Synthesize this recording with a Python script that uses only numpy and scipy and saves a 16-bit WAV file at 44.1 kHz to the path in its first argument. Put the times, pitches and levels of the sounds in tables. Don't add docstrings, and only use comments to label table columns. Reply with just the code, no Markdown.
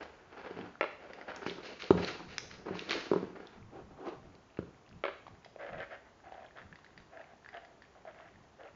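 import sys
import numpy as np
from scipy import signal
from scipy.fft import rfft, irfft
from scipy.io import wavfile

SR = 44100
rng = np.random.default_rng(int(sys.argv[2]) if len(sys.argv) > 2 else 0)


def master(y):
    cut = np.clip(np.atleast_2d(y).T, -1, 1)
    pcm = np.round(cut * 32767)
    wavfile.write(sys.argv[1], SR, pcm.astype(np.int16))


N = 385875
TIME = np.arange(N) / SR
RING = np.arange(8192) / SR

# start_s, length_s, level_db, brightness_db, mouth_resonance_hz
LICKS = [(5.584, 0.11, -47, -4.5, 538), (5.711, 0.1, -47, -4.5, 557), (5.787, 0.047, -46, 1, 550),
         (5.893, 0.053, -47, 0, 555), (6.044, 0.036, -60, -4.5, 900), (6.23, 0.062, -56, -7, 767),
         (6.302, 0.15, -54, -10, 745), (6.552, 0.07, -54.5, 0, 623), (7.109, 0.12, -53, -10, 650),
         (7.251, 0.079, -64, -3, 696), (7.525, 0.049, -49.5, -0.5, 716), (7.597, 0.12, -65.5, -6, 717),
         (7.944, 0.035, -55, -15, 650), (8.048, 0.059, -53, -5.5, 620), (8.132, 0.15, -61, -1, 680),
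         (8.584, 0.1, -54, -5.5, 558)]
LICK_ATTACK_S, LICK_SAG_DB, LICK_RELEASE_S = 0.027, -1, 0.012


def amp(db):
    return 10 ** (np.asarray(db) / 20)


def evened(x):
    return x / np.sqrt(np.mean(x ** 2) + 1e-20)


def peaked(x):
    return x / abs(x).max()


def read(points, hz):
    f, value = np.transpose(points)
    return np.interp(np.log(hz + 1), np.log(f + 1), value)


def add(mix, s, sound):
    part = mix[max(round(s * SR), 0):][:len(sound)]
    part += sound[:len(part)]


def colour(x, points):
    hz = abs(np.fft.fftfreq(4096, 1 / SR))
    log_gain = np.log(amp(np.maximum(read(points, hz), -100)))
    taps = np.fft.ifft(np.exp(np.conj(signal.hilbert(log_gain)))).real
    return signal.oaconvolve(x, taps[:len(taps) // 2])[:len(x)]


def band(x, lo_hz, hi_hz):
    edges_hz = [lo_hz, min(hi_hz, SR / 2 - 1)]
    return signal.sosfilt(signal.butter(2, edges_hz, "band", fs=SR, output="sos"), x)


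def split(x, hz):
    z = rfft(x)
    low = 1 / (1 + (np.fft.rfftfreq(N, 1 / SR) / hz) ** 6)
    return evened(irfft(z * low, N)), evened(irfft(z * (1 - low), N))


def resonate(x, hz, width_hz):
    turn = np.exp(2j * np.pi * np.cumsum(hz) / SR)
    r = np.exp(-np.pi * width_hz / SR)
    return (turn * signal.lfilter([1 - r], [1, -r], x / turn)).real


def flutter(hz, depth_db):
    z = rfft(rng.standard_normal(N)) * np.exp(-(np.fft.rfftfreq(N, 1 / SR) / hz) ** 2)
    return evened(amp(depth_db * evened(irfft(z, N))))


def slips(per_s, spread_db, smooth):
    size = amp(spread_db * np.minimum(rng.exponential(1, N), 4)) * rng.choice([-1, 1], N)
    jerks = evened(size * (rng.random(N) < per_s / SR))
    return evened(jerks + smooth * rng.standard_normal(N))


def stroke(length, attack_s, sag_db, release_s):
    t = np.arange(0, length + 6 * release_s, 1 / SR)
    rise = np.sin(np.pi / 2 * np.minimum(t / attack_s, 1))
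    sag = amp(sag_db * np.minimum(t / length, 1))
    return rise * sag * np.exp(-np.maximum(t - length, 0) / release_s)


def strokes(starts, lengths, levels_db, attack_s, sag_db, release_s):
    power = np.zeros(N)
    for s, length, db in zip(starts, lengths, levels_db):
        add(power, s, (amp(db) * stroke(length, attack_s, sag_db, release_s)) ** 2)
    return np.sqrt(power)


def strike(modes, tilt_db, scatter_db, detune, sustain=1):
    hz, db, t60 = np.transpose(modes)[:, :, None]
    share, shift = rng.standard_normal((2, len(modes), 1))
    level_db = db + tilt_db * np.log2(hz / hz.mean()) + scatter_db * share
    decay = np.exp(-np.log(1000) * RING / (t60 * sustain))
    ring = amp(level_db) * decay * np.sin(2 * np.pi * hz * (1 + detune * shift) * RING)
    return peaked(ring.sum(0))


def burst(decay_s):
    return rng.standard_normal(len(RING)) * np.exp(-RING / decay_s)


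def crack(lo_hz, hi_hz, splinter_db, decay_s):
    x = amp(splinter_db) * burst(decay_s)
    x[0] += 1
    top = signal.butter(4, min(hi_hz, SR / 2 - 1), fs=SR, output="sos")
    return peaked(signal.sosfilt(top, band(x, lo_hz, hi_hz)))


def sticky(hz, ring_s=.0009):
    t = RING[:1024]
    pop = np.sin(2 * np.pi * hz * t) * np.exp(-t / ring_s)
    snap = burst(decay_s=0.001)[:len(t)]
    return peaked(band(pop + amp(-11) * snap, lo_hz=hz * 0.36, hi_hz=hz * 1.6))


def shoves():
    # start_s, length_s, level_db, grit_db, contact_resonance_hz
    shove_events = [(0, 0.06, -48.5, -3, 476), (0.114, 0.19, -67.5, 2, 400), (0.317, 0.045, -55.5, 0, 364),
                    (0.362, 0.08, -53.5, 0, 490), (.44, 0.1, -51, -1.5, 469), (0.556, 0.12, -49, -4, 259),
                    (0.989, 0.28, -52.5, -4, 520), (1.274, 0.094, -48, 0.5, 520),
                    (1.413, 0.039, -49.5, 1, 373), (1.474, 0.047, -49, -16, 400),
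                    (1.553, 0.2, -52.5, -7, 426), (1.809, 0.049, -50, -9, 463), (1.951, 0.15, -42, -7, 400),
                    (2.112, 0.11, -51.5, -2, 403), (2.277, 0.49, -57, -7.5, 450),
                    (2.652, 0.074, -43.5, -7, 377), (2.751, 0.114, -51.5, -13, 390),
                    (2.877, 0.097, -41.5, -7, 390), (3.015, 0.17, -52.5, -1.5, 405),
                    (3.194, 0.099, -46, -11.5, 280), (3.35, 0.078, -52.5, -6, 394),
                    (3.447, 0.12, -65.5, 1.5, 386), (4.24, 0.11, -59.5, -11.5, 255)]
    # freq_hz, gain_db
    shove_spectrum = [(35, -19.5), (60, -8), (120, -15.5), (177, -2), (250, -1.5), (400, -1), (700, -4),
                      (1100, -14.5), (1310, -13.5), (1500, -13), (1820, -18), (2520, -21.5), (4080, -35),
                      (4580, -33), (6000, -44), (7800, -66), (13200, -120)]
    shape = dict(attack_s=0.015, sag_db=-1.5, release_s=0.031)
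    judder = slips(per_s=550, spread_db=2.0, smooth=1.0) * flutter(hz=49.6, depth_db=3.0)
    body, grit = split(colour(judder, shove_spectrum), hz=770)
    s, length, db, grit_db, contact_hz = np.transpose(shove_events)
    contact_curve_hz = np.interp(TIME, s + length / 2, contact_hz)
    ring = evened(resonate(body, contact_curve_hz, width_hz=136))
    body = evened(ring + amp(-8) * body)
    return body * strokes(s, length, db, **shape) + grit * strokes(s, length, db + grit_db, **shape)


def rasp():
    # start_s, length_s, level_db
    rasp_events = [(1.406, 0.078, -56.5), (1.453, 0.12, -41), (1.624, 0.21, -47), (1.79, 0.13, -41.5),
                   (1.965, 0.23, -44.5), (2.02, 0.11, -40.5), (2.066, 0.071, -34), (2.28, 0.21, -49),
                   (2.499, 0.084, -46), (2.737, 0.49, -49), (2.885, 0.2, -35.5)]
    # freq_hz, gain_db
    rasp_spectrum = [(410, -34.5), (700, -44.5), (1030, -3.5), (1150, -2.5), (1460, -1.5), (2370, -0.5),
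                     (2780, -2), (3290, -9.5), (4210, -5.5), (6720, -20), (7490, -35), (9740, -69),
                     (16500, -120)]
    grains = slips(per_s=750, spread_db=-2.0, smooth=0.96) * flutter(hz=65.4, depth_db=2.5)
    gain = strokes(*np.transpose(rasp_events), attack_s=0.028, sag_db=-22, release_s=0.015)
    return evened(colour(grains, rasp_spectrum)) * gain


def knocks():
    # time_s, peak_db, tilt_db_per_octave, lowest_moved_hz, share_of_free_ring_time
    knock_events = [(.509, -35.5, -5.5, 184, 0.64), (0.57, -37.5, -11, 170, 0.92),
                    (.5895, -30, 5, 178, 0.38), (.628, -38, -9.5, 169, 1.5), (1.464, -24, 5.5, 160, 0.27),
                    (1.482, -31, -2, 260, 1), (1.511, -34.5, -2, 262, 1.1), (1.583, -38, 4, 300, 0.89),
                    (1.9063, -5, 1.5, 94.2, 1), (1.9519, -24, -10, 250, 0.74), (1.968, -28, -10, 70, 0.51),
                    (1.979, -28, -4, 150, 0.74), (1.997, -25, 3, 70, 0.65), (2.204, -37, 10.5, 250, .7),
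                    (2.667, -30.5, 4, 170, 0.48), (2.684, -31.5, 8.5, 200, 1.4),
                    (2.708, -25.5, -7, 148, 0.91), (2.753, -32.5, 9, 200, 0.87),
                    (3.1149, -13.5, 0.5, 196, 0.8), (3.134, -16.5, 0.8, 210, 1.04),
                    (3.160, -18.5, 1, 201, 0.95), (3.2291, -30, -7, 160, 0.39),
                    (3.240, -34, 2.5, 163, 0.38), (4.5895, -22, 0.5, 98, 0.27),
                    (4.627, -37.5, -1.5, 200, .5)]
    # freq_hz, level_db, t60_s
    board_modes = [(108.6, -25, 0.16), (182.4, -14, 0.15), (241, -7, 0.034), (310, -6, 0.032),
                   (377.6, 1, 0.045), (508, -8.5, 0.021), (707, -12.5, 0.0082), (940, -5.5, 0.012),
                   (1062, -8.5, 0.012), (1234, -17, 0.02), (1910, -35.5, 0.012)]
    out = np.zeros(N)
    cushion = 1 - np.exp(-RING / .0013)
    for s, db, tilt_db, weight_hz, sustain in knock_events:
        contact = peaked(band(burst(decay_s=0.004), lo_hz=605, hi_hz=3000))
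        ring = cushion * strike(board_modes, tilt_db, scatter_db=1.5, detune=0.012, sustain=sustain)
        thump = band(ring, lo_hz=weight_hz, hi_hz=2370)
        thump = peaked(band(thump, lo_hz=weight_hz / 2, hi_hz=3000))
        add(out, s, amp(db) * (thump + amp(-24.5 + tilt_db) * contact))
    return out


def bites(bounce_s=0.00177):
    # time_s, peak_db, tilt_db_per_octave, crack_db
    bite_events = [(.8101, -15.5, 1, -6), (.8138, -24.5, 2, -12), (.8289, -21.5, -2.5, -9),
                   (.8404, -21, 1, -17), (.8555, -36, -6, -9), (1.4642, -28.5, 3, -7),
                   (4.572, -40.5, 8.5, -13), (5.0387, -19.5, 4.5, -10.5), (5.0529, -24, -1, -9),
                   (5.0636, -28, 1, -7), (5.0814, -28, -3, -13), (5.0896, -30, -6, -11.5)]
    # freq_hz, level_db, t60_s
    bone_modes = [(418, 0.5, 0.037), (620, 4, 0.024), (840, 10.5, 0.01), (1060, 0, 0.02), (1384, 4, 0.046),
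                  (1597, -2.5, 0.028), (2040, -4, 0.024), (2420, -18, 0.14), (2580, -10, 0.076),
                  (2870, -7.5, 0.016), (3350, -8.5, 0.012), (4170, -6.5, 0.008)]
    # freq_hz, gain_db
    jaw_spectrum = [(60, -43), (200, -8), (350, 11), (2600, 4.5), (3300, -2.5), (4500, -19), (5400, -27.5),
                    (7500, -31)]
    out = np.zeros(N)
    for s, db, tilt_db, crack_db in bite_events:
        crunch = peaked(band(burst(decay_s=.0022), lo_hz=700, hi_hz=3500))
        ring = strike(bone_modes, tilt_db, scatter_db=0.5, detune=0.035)
        ring = peaked(colour(ring + amp(-2.5) * crunch, jaw_spectrum))
        break_ = crack(lo_hz=1100, hi_hz=3800, splinter_db=-14, decay_s=0.00098)
        snap = amp(db) * peaked(ring + amp(crack_db) * break_)
        add(out, s, snap)
        add(out, s + bounce_s, amp(-11.5) * snap)
    return out


def ticks():
    # time_s, peak_db, lowest_hz, highest_hz
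    tick_events = [(.612, -40, 1500, 3300), (1.362, -36.5, 2200, 6500), (1.497, -28, 2500, 4500),
                   (1.8218, -27, 1000, 4500), (1.8417, -30, 2000, 4500), (2.047, -26, 2200, 5600),
                   (2.382, -19, 1500, 6200), (2.514, -35.5, 1400, 4530), (2.793, -26, 1100, 4530),
                   (2.8952, -24.5, 1500, 4300), (2.9085, -20, 1400, 4850), (2.916, -22.5, 1500, 4550),
                   (2.923, -23, 1800, 4900), (2.93, -21.5, 1000, 3500), (3.471, -43.5, 3300, 5000),
                   (4.352, -50, 2000, 4840), (4.892, -50.5, 3000, 6000)]
    out = np.zeros(N)
    for s, db, lo_hz, hi_hz in tick_events:
        add(out, s, amp(db) * crack(lo_hz, hi_hz, splinter_db=-10.5, decay_s=0.0013))
    return out


def smacks(ring_s=0.0021, rise_per_s=16, overtone=2.5):
    # time_s, peak_db, pocket_pitch_hz, spray_db (also the overtone)
    smack_events = [(.029, -34.5, 500, 0), (.755, -42, 1380, -33), (1.134, -35, 1870, 2.5),
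                    (1.213, -36.5, 1900, -5), (1.318, -33, 1410, -9), (4.068, -34, 690, -5.5),
                    (4.083, -33.5, 550, -5), (5.267, -39.5, 1070, -3), (5.280, -39, 830, -2),
                    (5.447, -41.5, 1970, 8.5), (5.461, -43, 650, -6), (5.561, -37, 546, -39),
                    (6.322, -37, 716, -10), (6.509, -48, 1720, -13), (6.585, -39, 1400, -3.5),
                    (6.727, -39.5, 1670, -32), (6.757, -40, 1850, 1), (6.788, -47.5, 1110, -1),
                    (6.845, -44.5, 1580, 2.5), (6.864, -45, 1880, -6), (6.977, -39, 1840, 4.5),
                    (7.001, -48, 1490, 4.5), (7.173, -39, 1670, -15), (7.203, -44, 1520, -7),
                    (7.213, -41, 1810, -9), (7.335, -46, 740, -15), (7.447, -43, 1740, -3.5),
                    (7.461, -38.5, 1640, -15), (7.489, -36.5, 1860, -5.5), (7.649, -44.5, 1900, 1),
                    (7.821, -43, 1760, 0.5), (7.841, -47, 1690, -10), (8.052, -39.5, 686, -17),
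                    (8.201, -43.5, 1090, -10), (8.358, -49, 1790, -13.5)]
    out = np.zeros(N)
    for s, db, hz, spray_db in smack_events:
        phase = 2 * np.pi * hz * RING * (1 + rise_per_s / 2 * RING)
        pocket = np.sin(phase) + amp(spray_db - 13.5) * np.sin(overtone * phase)
        pocket = pocket * np.exp(-RING / ring_s)
        spray = peaked(band(burst(decay_s=0.0065), lo_hz=820, hi_hz=4200))
        smack = band(pocket + amp(spray_db - 10.5) * spray, lo_hz=398, hi_hz=5250)
        add(out, s, amp(db) * peaked(smack))
    return out


def saliva(clicks_per_s=12, quietest_db=-58, crackle_per_s=110):
    out = np.zeros(N)
    for when, size, pitch in rng.random((round(clicks_per_s * N / SR), 3)):
        add(out, when * N / SR, amp(quietest_db + 9.0 * size) * sticky(1400 * 2 ** pitch))
    for s, length, db, bright_db, _ in LICKS:
        for when, size, pitch in rng.random((round(crackle_per_s * length), 3)):
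            click = sticky(1330 * 2 ** (1.33 * pitch))
            click_db = db + bright_db / 2 - 2 + 13 * size ** 2
            add(out, s + LICK_ATTACK_S / 2 + when * length, amp(click_db) * click)
    return out


def snuffles():
    # freq_hz, gain_db
    muzzle_spectrum = [(180, -47), (300, -5), (529, -0.5), (707, 1), (969, -5), (1180, -7.5), (1370, -3.5),
                       (1460, -7), (1580, -1.5), (2080, -8), (2250, -14.5), (3350, -24.5), (3900, -31),
                       (5170, -34.5), (7000, -89.5), (9100, -109), (15400, -120)]
    air = slips(per_s=300, spread_db=2.5, smooth=1.1) * flutter(hz=110, depth_db=1.5)
    hollow, hiss = split(colour(air, muzzle_spectrum), hz=1240)
    s, length, db, bright_db, mouth_hz = np.transpose(LICKS)
    jaw_hz = np.interp(TIME, s + length / 2, mouth_hz)
    hollow = evened(amp(-5.5) * hollow + evened(resonate(hollow, jaw_hz, width_hz=100)))
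    shape = LICK_ATTACK_S, LICK_SAG_DB, LICK_RELEASE_S
    low = hollow * strokes(s, length, db, *shape)
    return low + amp(-1.5) * hiss * strokes(s, length, db + bright_db, *shape)


def snorts():
    # start_s, length_s, level_db
    snort_events = [(3.709, 0.091, -50.5), (3.881, 0.037, -55), (3.958, 0.075, -50.5), (4.035, 0.038, -38),
                    (4.094, 0.032, -45.5)]
    # freq_hz, gain_db
    snort_spectrum = [(76, -32), (130, -21), (360, -0.5), (432, -5), (701, -11), (801, -5.5), (870, -12.5),
                      (1140, -13.5), (2110, -29), (2660, -29.5), (7000, -50.5), (9100, -77.5),
                      (15400, -120)]
    air = evened(colour(rng.standard_normal(N), snort_spectrum))
    return air * strokes(*np.transpose(snort_events), attack_s=0.06, sag_db=1, release_s=0.026)


def rumbles(start_hz=200, end_hz=85):
    # middle_s, level_db, length_s
    rumble_events = [(2.269, -56.5, 0.32), (2.535, -58.5, 0.42), (3.622, -54, 0.2), (3.853, -57, 0.39),
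                     (4.258, -55.5, 0.26), (4.953, -55, 0.15), (5.326, -59, 0.18), (5.765, -53.5, 0.19),
                     (6.668, -58, 0.21), (7.001, -60, 0.11), (8.392, -61.5, 0.16)]
    # freq_hz, gain_db
    rumble_spectrum = [(25, -9.5), (70, -2.5), (180, 0), (270, -10), (450, -13.5), (1000, -62.5),
                       (3000, -90)]
    out = np.zeros(N)
    for s, db, length in rumble_events:
        hz = np.geomspace(start_hz, end_hz, round(length * SR))
        low = resonate(rng.standard_normal(len(hz)), hz, width_hz=540)
        low = evened(colour(low, rumble_spectrum))
        add(out, s - length / 2, amp(db) * low * signal.windows.cosine(len(hz)))
    return out


def hush(level_db=-62.5):
    # freq_hz, gain_db
    hush_spectrum = [(15, -25), (30, -6.5), (65, 2), (120, 0), (285, -2), (380, 1), (520, -4), (700, -2),
                     (1100, -6), (1900, -12.5), (3700, -19.5), (5200, -21.5), (6700, -21.5), (7500, -27.5)]
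    return amp(level_db) * evened(colour(rng.standard_normal(N), hush_spectrum))


def room(x, build_s=0.0012):
    # freq_hz, t60_s
    decay_times = [(100, 0.53), (400, 0.45), (1000, 0.5), (3000, 0.56), (7000, 0.68)]
    # freq_hz, gain_db
    room_spectrum = [(80, 5.5), (178, 3), (260, 0), (378, -5), (520, 1.5), (1200, -0.5), (3000, 2),
                     (7000, 4.5)]
    taps = rng.choice([-1., 1.], SR) * (rng.random(SR) < 4000 / SR)
    hz, t, z = signal.stft(taps, SR, nperseg=256)
    decay = np.exp(-np.log(1000) * t / read(decay_times, hz)[:, None])
    tail = signal.istft(z * decay, SR, nperseg=256)[1]
    tail = tail * (1 - np.exp(-(TIME[:len(tail)] / build_s) ** 2))
    return colour(signal.fftconvolve(x, tail / np.linalg.norm(tail))[:N], room_spectrum)


def scene():
    teeth, thumps, wet, points = bites(), knocks(), smacks() + saliva(), ticks()
    friction, nose = shoves() + rasp(), snorts() + snuffles()
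    direct = teeth + thumps + wet + points + friction + nose
    bone_room = room(amp(-6.0) * thumps + amp(-5.5) * friction)
    teeth_room = room(amp(-6.0) * teeth + amp(-9.0) * points)
    mouth_room = room(amp(-7.5) * wet + amp(-7.0) * nose)
    return (direct + bone_room + teeth_room + mouth_room + rumbles() + hush())[None]


def record(dry, edge_hz=7380):
    taps = signal.firwin(301, edge_hz, window=("kaiser", 8), fs=SR)
    return signal.oaconvolve(dry, taps[None], "same")


dry = scene()
out = record(dry)
master(out)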